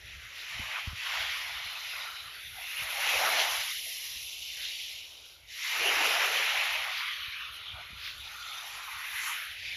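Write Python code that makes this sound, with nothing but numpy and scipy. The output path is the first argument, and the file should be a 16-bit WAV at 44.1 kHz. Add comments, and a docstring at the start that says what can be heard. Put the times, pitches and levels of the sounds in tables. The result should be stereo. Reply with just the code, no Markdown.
"""A sandy beach: small waves curl over in clouds of bubbles and run up the sand as fizzing foam.
The water is filtered noise mixed with ringing bubbles. Large bubbles come mostly as a wave plunges;
small ones hiss on between waves. Splashes, slaps and the murmur of open water add to it.
The water is much louder on the right. On the left, a light breeze flutters (low noise) and thumps
(short low pulses)."""
import sys
import numpy as np
from scipy import signal
from scipy.fft import rfft, irfft, next_fast_len
from scipy.io import wavfile
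from scipy.ndimage import uniform_filter1d

SR = 44100
rng = np.random.default_rng(int(sys.argv[2]) if len(sys.argv) > 2 else 0)


def inscribe(sig):
    """Save sig as 16-bit PCM at rate SR to the path in sys.argv[1].

    A 1-D sig is mono; a 2-D sig holds one channel per row.
    Samples are clipped to [-1, 1] before scaling.
    """
    pcm = np.round(np.clip(np.atleast_2d(sig).T, -1, 1) * 32767)
    wavfile.write(sys.argv[1], SR, pcm.astype(np.int16))


N = 430416

# Water levels in these tables hold before the pickup on the sand and at the microphones.

# Waves that spill, keep breaking, then die away. Depth adds large bubbles, fizz adds tiny ones.
# Columns: start_s, rise_s, hold_s, level_db, depth_db, fizz_db
WAVES = [(-0.11, 0.3, 0.34, -52, -12, 3), (0.268, 0.43, 0.01, -43.5, -2, 3),
         (0.917, 0.25, 0.025, -39, 0, 2), (1.223, 0.17, 0.28, -47.5, -2.5, 8),
         (1.62, 0.38, 0.017, -48, -0.5, 11.5), (2.496, 0.66, 0.14, -40, 6, 1),
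         (2.914, 0.31, 0.17, -37, 8, 9.5), (5.466, 0.53, 0.24, -34, 3.5, 5.5),
         (6.27, 0.13, 0.25, -36, -0.7, -3), (6.516, 0.27, 0.077, -42, 1.5, -18),
         (6.887, 0.18, 0.39, -48.5, -15, -31), (7.43, 0.39, 0.21, -54, 0.5, -4),
         (8.07, 0.65, 0.12, -48, 0.5, 8), (8.695, 0.44, 0.19, -46, -1, -7),
         (9.073, 0.31, 0.019, -46.5, 7, -37), (9.503, 0.45, 0.17, -41.5, 5, -1.5)]
# Thin sheets of foam hissing over the sand: middle_s, half_length_s, level_db, fizz_db
FOAM_SHEETS = [(2.9, 0.35, -64.5, 25), (3.502, 0.18, -39, -4), (3.9, 0.18, -51.5, 11),
               (4.197, 0.17, -44.5, -3), (4.728, 0.25, -39, -6.5), (5.287, 0.086, -56.5, -1.5),
               (5.484, 0.045, -70, 7), (7.558, 0.024, -65, 16), (8.254, 0.28, -53, -4),
               (8.67, 0.025, -56, 3), (9.248, 0.16, -59.5, 20)]
# How each bubble size follows a wave; large bubbles come late and die first. 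One named row per size:
# level_db, rise_power (no unit), fade_db_per_s, depth_share, fizz_share, foam_sheet_level_db
BUBBLE_SIZES = {"plunge": (-9, 2.5, 61, 1, 0, -37), "wash": (-1.5, 1, 32.5, 0.15, 0, -13.5),
                "foam": (1.1, 0.56, 29.5, 0, 0, -11), "fine foam": (-0.5, 0.5, 17.5, 0, -0.04, -2.5),
                "seethe": (-6.5, 0.37, 27, 0, 0.6437, -0.74), "spray": (-13.5, 0.5, 15, 0, 1, -5.5)}
# Tone colour of each bubble size, from large to tiny: pitch_hz, relative_level_db
PLUNGE_COLOUR = [(200, -33), (380, -18), (520, -6.5), (660, 3.5), (850, 5), (1050, -1.5), (1500, -31),
                 (2500, -81)]
WASH_COLOUR = [(400, -61), (750, -14), (1000, -5), (1400, 0.5), (1750, 1.5), (2100, -6.5), (3000, -27),
               (5000, -70)]
FOAM_COLOUR = [(1000, -46), (1500, -15), (1850, -1), (2100, 1), (2400, 0), (2700, -2), (3400, -22),
               (5000, -73)]
FINE_FOAM_COLOUR = [(1400, -71), (2100, -15.5), (2500, -2.5), (2950, 3.5), (3400, -1.5), (3900, -4.5),
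                    (4800, -10.5), (6500, -17), (9000, -85)]
SEETHE_COLOUR = [(2200, -31), (3600, 4.5), (4600, -2), (5800, 3.5), (6500, -1.5), (7400, -3), (8400, -20),
                 (10000, -33), (14000, -44)]
SPRAY_COLOUR = [(5000, -11.5), (8000, -16), (10000, 2.5), (11000, 6), (12000, 3), (13200, -1),
                (14200, -3.5), (15000, -26)]
# Pockets of air that fold under the crests and gulp around one pitch:
# middle_s, half_length_s, pitch_hz, spread_octaves, level_db
AIR_POCKETS = [(0.095, 0.031, 2660, 0.42, -48.5), (0.752, 0.037, 845, 0.42, -54),
               (0.771, 0.027, 1340, 0.37, -42.5), (0.78, 0.056, 2580, 0.32, -38.5),
               (1.21, 0.12, 2950, 0.36, -38.5), (1.517, 0.025, 820, 0.23, -52),
               (1.778, 0.018, 1190, 0.33, -49.5), (2.03, 0.08, 910, 0.42, -57.5),
               (2.402, 0.094, 2400, 0.42, -47), (2.597, 0.035, 790, 0.18, -55.5),
               (2.667, 0.086, 2140, 0.54, -48.5), (2.784, 0.035, 2380, 0.24, -40),
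               (3.12, 0.073, 2570, 0.32, -30.5), (3.147, 0.017, 580, 0.35, -42),
               (3.268, 0.02, 1320, 0.29, -31), (3.278, 0.1, 596, 0.28, -47),
               (3.402, 0.029, 3220, 0.42, -31), (3.492, 0.033, 1060, 0.35, -40),
               (3.89, 0.029, 630, 0.22, -42), (4.077, 0.1, 1180, 0.4, -45.5),
               (4.68, 0.035, 3740, 0.18, -42), (5.3, 0.091, 1450, 0.12, -51),
               (5.426, 0.051, 2250, 0.37, -56.5), (5.873, 0.02, 2916, 0.1, -31.5),
               (5.882, 0.054, 480, 0.37, -43), (6.03, 0.052, 290, 0.45, -54), (6.05, 0.13, 2650, 0.24, -33),
               (6.064, 0.032, 507, 0.22, -44), (6.22, 0.03, 1690, 0.27, -32.5),
               (6.304, 0.1, 564, 0.41, -45.5), (6.42, 0.11, 3120, 0.26, -39.5),
               (7.69, 0.05, 3140, 0.2, -47), (7.782, 0.026, 680, 0.22, -50),
               (7.783, 0.033, 1410, 0.27, -52), (7.83, 0.055, 2300, 0.13, -50),
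               (8.238, 0.053, 3240, 0.21, -45), (8.286, 0.035, 810, 0.16, -52),
               (8.47, 0.1, 1350, 0.12, -54.5), (8.584, 0.12, 3600, 0.28, -48.5),
               (8.915, 0.069, 1270, 0.35, -46.5), (9.06, 0.039, 2210, 0.43, -40.5),
               (9.177, 0.033, 2080, 0.34, -37.5), (9.28, 0.037, 1240, 0.3, -40),
               (9.275, 0.052, 2200, 0.25, -40), (9.273, 0.054, 6650, 0.44, -41),
               (9.442, 0.073, 1480, 0.27, -47), (9.66, 0.032, 2320, 0.24, -39.5),
               (9.663, 0.051, 4630, 0.11, -50), (9.743, 0.02, 2350, 0.22, -35)]
# Share of the sound that comes from farther along the shore: time_s, far_share (0 to 1)
FAR_SHARE = [(0, 0.08), (1.2, 0.3), (1.7, 0.77), (2.3, 1), (3, 0.16), (4.9, 0.25), (5.35, 0.45), (5.7, 0.2),
             (6.7, 0.13), (7.4, 0.8), (8.4, 0.82), (9.1, 0.18), (9.76, 0.28)]
# Thin water holds no large bubbles: time_s, lowest_bubble_pitch_hz
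THIN_WATER = [(0, 1440), (0.35, 940), (0.6, 437), (2.05, 450), (2.3, 680), (2.47, 1480), (2.59, 550),
              (2.85, 450), (3.25, 151), (3.6, 453), (3.68, 770), (3.81, 2000), (4.08, 1720), (4.25, 2130),
              (4.47, 2280), (4.62, 1480), (4.74, 1910), (5.05, 2100), (5.42, 2250), (5.54, 1190),
              (5.8, 150), (6.83, 475), (7.12, 1160), (7.62, 1080), (7.77, 560), (7.87, 950), (8.15, 1050),
              (8.5, 690), (9.3, 830), (9.6, 1590)]
# Ripples in the tone of far sound grazing the sand, at first and later on: pitch_hz, gain_db
EARLY_RIPPLES = [(500, 2), (720, -1.5), (1000, 1.5), (1430, 7), (1680, -2.5), (2050, 2.5), (2800, 0),
                 (3600, 6), (4300, 3.5), (5200, -0.5), (6200, -4.5)]
LATE_RIPPLES = [(500, -4), (720, 2), (980, 0), (1430, 7.5), (1650, -4.5), (2100, -3.5), (2460, 2.5),
                (2740, -4.5), (3000, 2.5), (3220, -2), (3500, 4.5), (3950, 2), (4250, 4), (4750, -3),
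                (5600, -4.5), (6200, -0.5)]
# The early ripples blend into the late ones between these times: from_s, to_s
RIPPLE_CHANGE = (4.9, 9.6)
# Wavelets that flick over close by: middle_s, half_length_s, level_db
SPLASH_TIMES = [(0.4, 0.032, -43.5), (4.63, 0.027, -41.5), (6.98, 0.037, -37), (8.068, 0.049, -37.5)]
# Tone colour of the splashes: pitch_hz, relative_level_db_per_hz
SPLASH_COLOUR = [(800, -24.5), (1500, 1.5), (2200, 6.5), (3500, 9.5), (4600, 7), (5500, -0.5), (7500, -17),
                 (12000, -11)]
# Slaps and pops of the curling crest, before their bass is cut: start_s, peak_db
SLAP_TIMES = [(3.0745, -19), (3.078, -20), (3.16, -19), (3.263, -19), (3.271, -20), (3.4012, -12.5)]
# Tone colour of the open water: pitch_hz, relative_level_db_per_hz
SEA_COLOUR = [(25, -4), (80, -4), (200, -11.5), (350, 1.5), (600, 6.5), (1200, 1.5), (3000, -1),
              (12000, -47)]
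# Soft gusts that swell the flutter on the left: middle_s, half_length_s, level_db
GUST_TIMES = [(0.11, 0.14, -46), (0.6, 0.055, -44), (0.92, 0.047, -45), (1.23, 0.066, -49.5),
              (1.56, 0.097, -53.5), (2.26, 0.034, -48.5), (2.52, 0.063, -49.5), (2.83, 0.031, -49),
              (3.17, 0.02, -49), (3.6, 0.02, -52.5), (4.2, 0.065, -55.5), (5.47, 0.042, -52),
              (5.83, 0.025, -53), (5.97, 0.02, -52), (7.31, 0.083, -53.5), (7.5, 0.035, -53),
              (7.76, 0.053, -47.5), (7.93, 0.04, -50.5), (8.19, 0.17, -51.5), (8.75, 0.028, -53),
              (8.96, 0.028, -52), (9.7, 0.11, -48)]
# Puffs of air on the left, before the thump boost and bass cut: start_s, peak_db, knock_above_peak_db
PUFF_TIMES = [(0.595, -41.5, 8), (0.874, -34.5, -3), (0.93, -47, 4), (1.659, -59.5, 7), (2.819, -55, 1),
              (4.16, -56.5, 6), (7.279, -56, -6.5), (7.739, -56, -4), (7.904, -59, 14), (7.93, -58, 16.5)]
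# Tone colour of the flutter: pitch_hz, relative_level_db_per_hz
FLUTTER_COLOUR = [(20, -34), (40, 5.5), (62, 9.5), (90, 3.5), (130, -3), (200, -17.5), (320, -24),
                  (700, -42), (2000, -90)]
# Loudness of water on the left compared with the right: pitch_hz, left_minus_right_db
LEFT_LEVEL = [(150, 2), (300, -6.5), (450, -15.5), (780, -7.5), (1050, -12.5), (1550, -11), (2200, -21.5),
              (3000, -21), (3700, -20.5), (5000, -21), (7500, -32.5), (9500, -6.5), (10800, -4),
              (13500, -18.5)]
# How alike the two sides are: pitch_hz, likeness (0 to 1)
LIKENESS = [(100, 0.31), (400, 0.89), (800, 0.69), (1550, 0.54), (2050, 0.27), (2500, 0.48), (3400, 0.2),
            (7000, 0.037)]
# How much earlier the left hears near and far water: pitch_hz, lead_s
NEAR_LEAD = [(500, .00033), (1850, .00032), (2250, .00043), (2600, .00041)]
FAR_LEAD = [(1000, .00014), (1500, .00024), (2250, .00043)]
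# Where the water washes; only a scaled swing around the average is used: time_s, left_minus_right_db
SHORE_BEARING = [(0.0, -33), (0.92, -8), (1.0, -22), (1.96, -11), (2.39, -20), (2.53, -9), (2.72, -18),
                 (3.45, -10.5), (4.43, -25), (4.67, -8), (4.95, -22), (5.38, -29), (5.54, -38), (5.82, -13),
                 (6.58, -18.5), (8.37, -15), (9.0, -24), (9.76, -19)]
# Level under which noise suppression turns the left down: pitch_hz, threshold_db
QUIET_THRESHOLD = [(800, -125), (1800, -100), (2800, -66), (5000, -69.5), (7500, -81), (9500, -110),
                   (11400, -108), (12200, -95), (15000, -91)]

CONTROL_S = 0.002  # time step of the slow level curves
SLOSH_DB, CHURN_DB, TRICKLE_DB = 0.7, 0.65, 1.0  # size of the random level swings
DRAIN_STEEPNESS = 10  # how sharply thin water cuts low bubbles
BREEZE_DB, EDDY_DB = -62, 1.5  # flutter between the gusts, and its random swing
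TOP_HZ = 15050  # nothing is kept from here up


def surf():
    """Waves break into bubbles of every size, from deep gulps to fine spray; large ones slosh unevenly."""
    gain = {size: strength(*rule) for size, rule in BUBBLE_SIZES.items()}

    large = bubbles(254.0, 1100, rate=400, cycles=16.6, spread_db=1.5)
    medium = bubbles(810.0, 2249, rate=600, cycles=47.0, spread_db=1.5, rise=0.076)
    small = bubbles(1662, 4800, rate=1800, cycles=16.6, spread_db=0.5, rise=0.13)
    tiny = bubbles(3800, 10000, rate=1500, cycles=12.0, spread_db=2.5)
    bursting = bubbles(9140, 14600, rate=1600, cycles=6.6, spread_db=3.0)

    plunge = cloud(PLUNGE_COLOUR, large, singles_db=-12.5, churn_db=CHURN_DB)
    wash = cloud(WASH_COLOUR, medium, singles_db=-13.5, churn_db=CHURN_DB)
    foam = cloud(FOAM_COLOUR, small, singles_db=-12.0, churn_db=0.5)
    fine_foam = cloud(FINE_FOAM_COLOUR, small, singles_db=-15.5, churn_db=0.65)
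    seethe = cloud(SEETHE_COLOUR, tiny, singles_db=-10.0, churn_db=0.5)
    spray = cloud(SPRAY_COLOUR, bursting, singles_db=-9.5, churn_db=0.93)

    water = pockets()
    water += gain["plunge"] * amp(SLOSH_DB * wobble(14)) * plunge
    water += gain["wash"] * amp(SLOSH_DB * wobble(13)) * wash
    water += gain["foam"] * foam
    water += gain["fine foam"] * fine_foam
    water += gain["seethe"] * seethe
    water += gain["spray"] * spray
    surge = amp(0.31 * wobble(50))  # all sizes surge together as the crest tumbles
    return over_sand(water * surge)


def strength(level_db, power, fade_db_per_s, depth_share, fizz_share, sheet_level_db):
    """Loudness of one bubble size over time: the energies of all waves add up, then join the foam sheets."""
    t = np.arange(0, N / SR, CONTROL_S)
    start, rise, hold, wave_db, depth_db, fizz_db = np.transpose(WAVES)[:, :, None]
    progress = np.clip((t - start) / rise, 0, 1)
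    spill = (.5 - .5 * np.cos(np.pi * progress)) ** power
    fade_db = fade_db_per_s * np.maximum(t - start - rise - hold, 0)
    peak_db = wave_db + level_db + depth_share * depth_db + fizz_share * fizz_db
    waves = np.linalg.norm(spill * amp(peak_db - fade_db), axis=0)

    sheets = np.zeros(len(t))
    for middle, half_length, sheet_db, sheet_fizz_db in FOAM_SHEETS:
        sheets += bell(t, middle, half_length) * amp(sheet_db + sheet_level_db + fizz_share * sheet_fizz_db)
    return np.interp(np.arange(N) / SR, t, np.hypot(waves, sheets))


def pockets(singles_db=-7):
    """Each pocket of air breaks into a short-lived cloud of bubbles of about one size."""
    singles = bubbles(299.0, 4030, rate=900, cycles=15.0, spread_db=-0.5)
    froth = with_bubbles(singles, singles_db)
    out, size = np.zeros((2, N)), SR // 2
    hz = np.fft.rfftfreq(size, 1 / SR) + 1
    soft_edges = signal.get_window(("tukey", .2), size)
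    for middle, half_length, pitch_hz, octaves, level_db in AIR_POCKETS:
        at = min(int(middle * SR) - size // 2, N - size) + np.arange(size)
        around_pitch = bell(np.log2(hz / pitch_hz), 0, octaves)
        gulp = unit(irfft(rfft(froth[:, at]) * around_pitch, size))
        out[:, at] += amp(level_db) * bell(at / SR, middle, half_length) * soft_edges * gulp
    return out


def bubbles(low_hz, high_hz, rate, cycles, spread_db, rise=0.11):
    """Single bubbles (rate per second) ring for some cycles, rising in pitch as they near the surface."""
    when, pitch, size, life, sign = rng.random((int(rate * N / SR), 5)).T
    hz = low_hz * (high_hz / low_hz) ** pitch
    length = cycles * (.5 + life) / hz  # seconds to fade by 40 dB
    t = np.arange(int(length.max() * SR)) / SR
    age = t / length[:, None]
    loudness = amp(-spread_db * np.log(np.maximum(size, .01))) * np.sign(sign - .5)
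    ring = np.sin(2 * np.pi * hz[:, None] * t * (1 + rise * age)) * np.exp(-np.log(100) * age)
    at = (when * N).astype(int)[:, None] + np.arange(len(t))
    # bincount adds every ring into one line of sound
    return unit(np.bincount(at.ravel(), (loudness[:, None] * ring).ravel(), N)[:N])


def with_bubbles(singles, singles_db):
    """Two channels of noise, the rush of countless merged bubbles, with single bubbles mixed in."""
    shifted = np.roll(singles, N // 3)  # other moments for the second channel
    return rng.standard_normal((2, N)) + amp(singles_db) * np.array([singles, shifted])


def cloud(spectrum, singles, singles_db, churn_db):
    """A bubble cloud at average strength 1: single and merged bubbles that churn as the water tumbles."""
    sound = coloured(with_bubbles(singles, singles_db), spectrum)
    return unit(sound * amp(churn_db * wobble(30)))


def over_sand(water, near_db=0.5, far_db=1.0, sparse_db=2.2, leak_db=-19):
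    """Thin water loses most large bubbles and trickles in patches; reflection off the shore ripples the tone."""
    hz, t, z = signal.stft(water, SR, nperseg=512)
    far = far_share(t)
    later = np.interp(t, RIPPLE_CHANGE, (0, 1))
    early_db = along(EARLY_RIPPLES, hz)[:, None]
    late_db = along(LATE_RIPPLES, hz)[:, None]
    grazing_db = (1 - later) * early_db + later * late_db
    ripple_db = far * grazing_db + (near_db + far_db * far) * patches(z.shape[1:], size=4, count=60)
    patchiness_db = TRICKLE_DB + sparse_db * far * (1 + later) / 2
    trickle_db = patchiness_db * patches(z.shape[1:], size=4, count=11)
    lowest_hz = np.interp(t, *np.transpose(THIN_WATER))
    drained = 1 / np.hypot(1, (lowest_hz / (hz[:, None] + 1)) ** DRAIN_STEEPNESS)
    shaped = z * np.maximum(drained, amp(leak_db)) * amp(ripple_db + trickle_db)
    return signal.istft(shaped, nperseg=512)[1][:, :N]


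def splashes():
    """Wavelets throw up tumbling droplets: brief bright swishes of noise and bubbles."""
    drops = bubbles(1400, 6000, rate=900, cycles=14, spread_db=2.5)
    return swells(SPLASH_TIMES) * cloud(SPLASH_COLOUR, drops, singles_db=-9.5, churn_db=0.9)


def slaps():
    """The lip of the crest smacks the water and pops pockets of air, too small to radiate any bass."""
    pops = strikes(SLAP_TIMES, hz=2700, t60=.004, attack=.00015)
    return filtered(pops, lambda hz: (1j * hz / (700 + 1j * hz)) ** 4)


def open_water():
    """The sea murmurs as soft coloured noise whose level slowly wanders."""
    murmur = coloured(rng.standard_normal((2, N)), SEA_COLOUR)
    return amp(-66.5 + 1.46 * wobble(8.9)) * murmur


def breeze():
    """Eddies flutter on the left microphone and swell in gusts; puffs thump it, each with a short knock."""
    flutter = coloured(rng.standard_normal(N), FLUTTER_COLOUR)
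    flutter = unit(flutter * amp(1.6 * wobble(38)))
    flow = np.hypot(amp(BREEZE_DB + EDDY_DB * wobble(36)), swells(GUST_TIMES))
    thump_rows = [(s, db) for s, db, _ in PUFF_TIMES]
    knock_rows = [(s, db + knock_db) for s, db, knock_db in PUFF_TIMES]
    thumps = amp(15.5) * strikes(thump_rows, hz=84, t60=0.048, attack=0.0033)
    knocks = strikes(knock_rows, hz=180, t60=0.039, attack=0.00092)
    # the microphone opening leaks the deepest bass
    return filtered(flow * flutter + thumps + knocks, lambda hz: (1j * hz / (36 + 1j * hz)) ** 2)


def microphones(pair):
    """Two unrelated sounds become a right side and an earlier, partly alike left; far water leads less."""
    hz, t, z = signal.stft(pair, SR, nperseg=1024)
    far = far_share(t)
    hz = hz[:, None]
    lead = (1 - far) * along(NEAR_LEAD, hz) + far * along(FAR_LEAD, hz)
    alike = np.clip(along(LIKENESS, hz), 0, 1)
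    shared = z[0] * alike * np.exp(2j * np.pi * hz * lead)  # turning the phase makes it earlier
    left = (shared + z[1] * np.sqrt(1 - alike ** 2)) * amp(along(LEFT_LEVEL, hz))
    return np.array([signal.istft(left, nperseg=1024)[1][:N], pair[0]])


def suppressed(x, floor_db=-20):
    """Noise suppression: bands that fall under a threshold are turned further down."""
    hz, t, z = signal.stft(x, SR, nperseg=512)
    power = uniform_filter1d(np.abs(z) ** 2, size=7, axis=0)
    power = np.abs(uniform_filter1d(power, size=15, axis=1))
    threshold = amp(along(QUIET_THRESHOLD, hz))[:, None] ** 2
    gain = np.maximum(power / (power + threshold), amp(floor_db))
    return signal.istft(z * gain, nperseg=512)[1][:N]


def strikes(rows, hz, t60, attack):
    """A pulse at each (start_s, peak_db) row, near one pitch, dying by 60 dB in t60 seconds."""
    out, t = np.zeros(N + SR), np.arange(SR // 4) / SR
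    for start, peak_db in rows:
        pitch_hz = hz * np.exp(rng.normal(0, 0.13))
        pulse = np.sin(2 * np.pi * pitch_hz * t) * amp(-60 * t / t60) * (1 - np.exp(-t / attack))
        out[round(start * SR):][:len(t)] += amp(peak_db) * pulse / np.abs(pulse).max()
    return out[:N]


def swells(rows):
    """A bell-shaped gain around each (middle_s, half_length_s, level_db) row."""
    t = np.arange(0, N / SR, CONTROL_S)
    gain = sum(amp(db) * bell(t, middle, half_length) for middle, half_length, db in rows)
    return np.interp(np.arange(N) / SR, t, gain)


def bell(t, middle, width):
    """A smooth rise and fall around the middle."""
    return np.exp(-.5 * ((t - middle) / width) ** 2)


def far_share(t):
    """Share of sound from farther along the shore at each time."""
    return np.clip(np.interp(t, *np.transpose(FAR_SHARE)), 0, 1)


def patches(shape, size, count):
    """A random field of average strength 1, smooth over size bands and count time frames."""
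    field = uniform_filter1d(rng.standard_normal(shape), size, axis=0)
    return unit(uniform_filter1d(field, count, axis=1))


def wobble(rate):
    """A smooth random curve through about rate random points a second."""
    knots = rng.standard_normal(int(N * rate / SR) + 4)
    return signal.resample(knots, next_fast_len(N))[:N]


def coloured(x, spectrum):
    """x shaped to a tone colour, at average strength 1."""
    return unit(filtered(x, lambda hz: amp(along(spectrum, hz))))


def filtered(x, response):
    """x with each pitch multiplied by response(hz)."""
    size = next_fast_len(N + 8192, True)
    return irfft(rfft(x, size) * response(np.fft.rfftfreq(size, 1 / SR)), size)[..., :N]


def along(points, hz):
    """Values read between (pitch_hz, value) points, on a log pitch axis."""
    f, v = np.transpose(points)
    return np.interp(np.log(hz + 1), np.log(f + 1), v)


def amp(db):
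    """Decibels to gain."""
    return np.exp(np.asarray(db) * (np.log(10) / 20))


def unit(x):
    """x scaled to average strength (rms) 1."""
    return x / np.sqrt(np.mean(x ** 2) + 1e-20)


def scene():
    """Surf over the murmur of open water, breeze on the left; the finest spray is not moved by the bearing."""
    water = surf() + splashes() + slaps() + open_water()
    left, right = amp(5.5) * microphones(water)
    spray = filtered(left, lambda hz: hz > 8400)
    bearing_db = np.interp(np.arange(N) / SR, *np.transpose(SHORE_BEARING))
    swing = amp(0.39 * (bearing_db - bearing_db.mean()))
    return np.array([(left - spray) * swing + spray + breeze(), right])


def record(dry, notch_hz=8400, notch_width_hz=1300):
    """Faint left sound is hushed; both sides get a deep notch and lose everything above the top pitch."""
    def response(hz):
        distance = (hz - notch_hz) ** 2
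        notch = distance / (distance + (notch_width_hz / 2) ** 2)
        return notch * (hz < TOP_HZ)

    return filtered(np.array([suppressed(dry[0]), dry[1]]), response)


dry = scene()
out = record(dry)
inscribe(out)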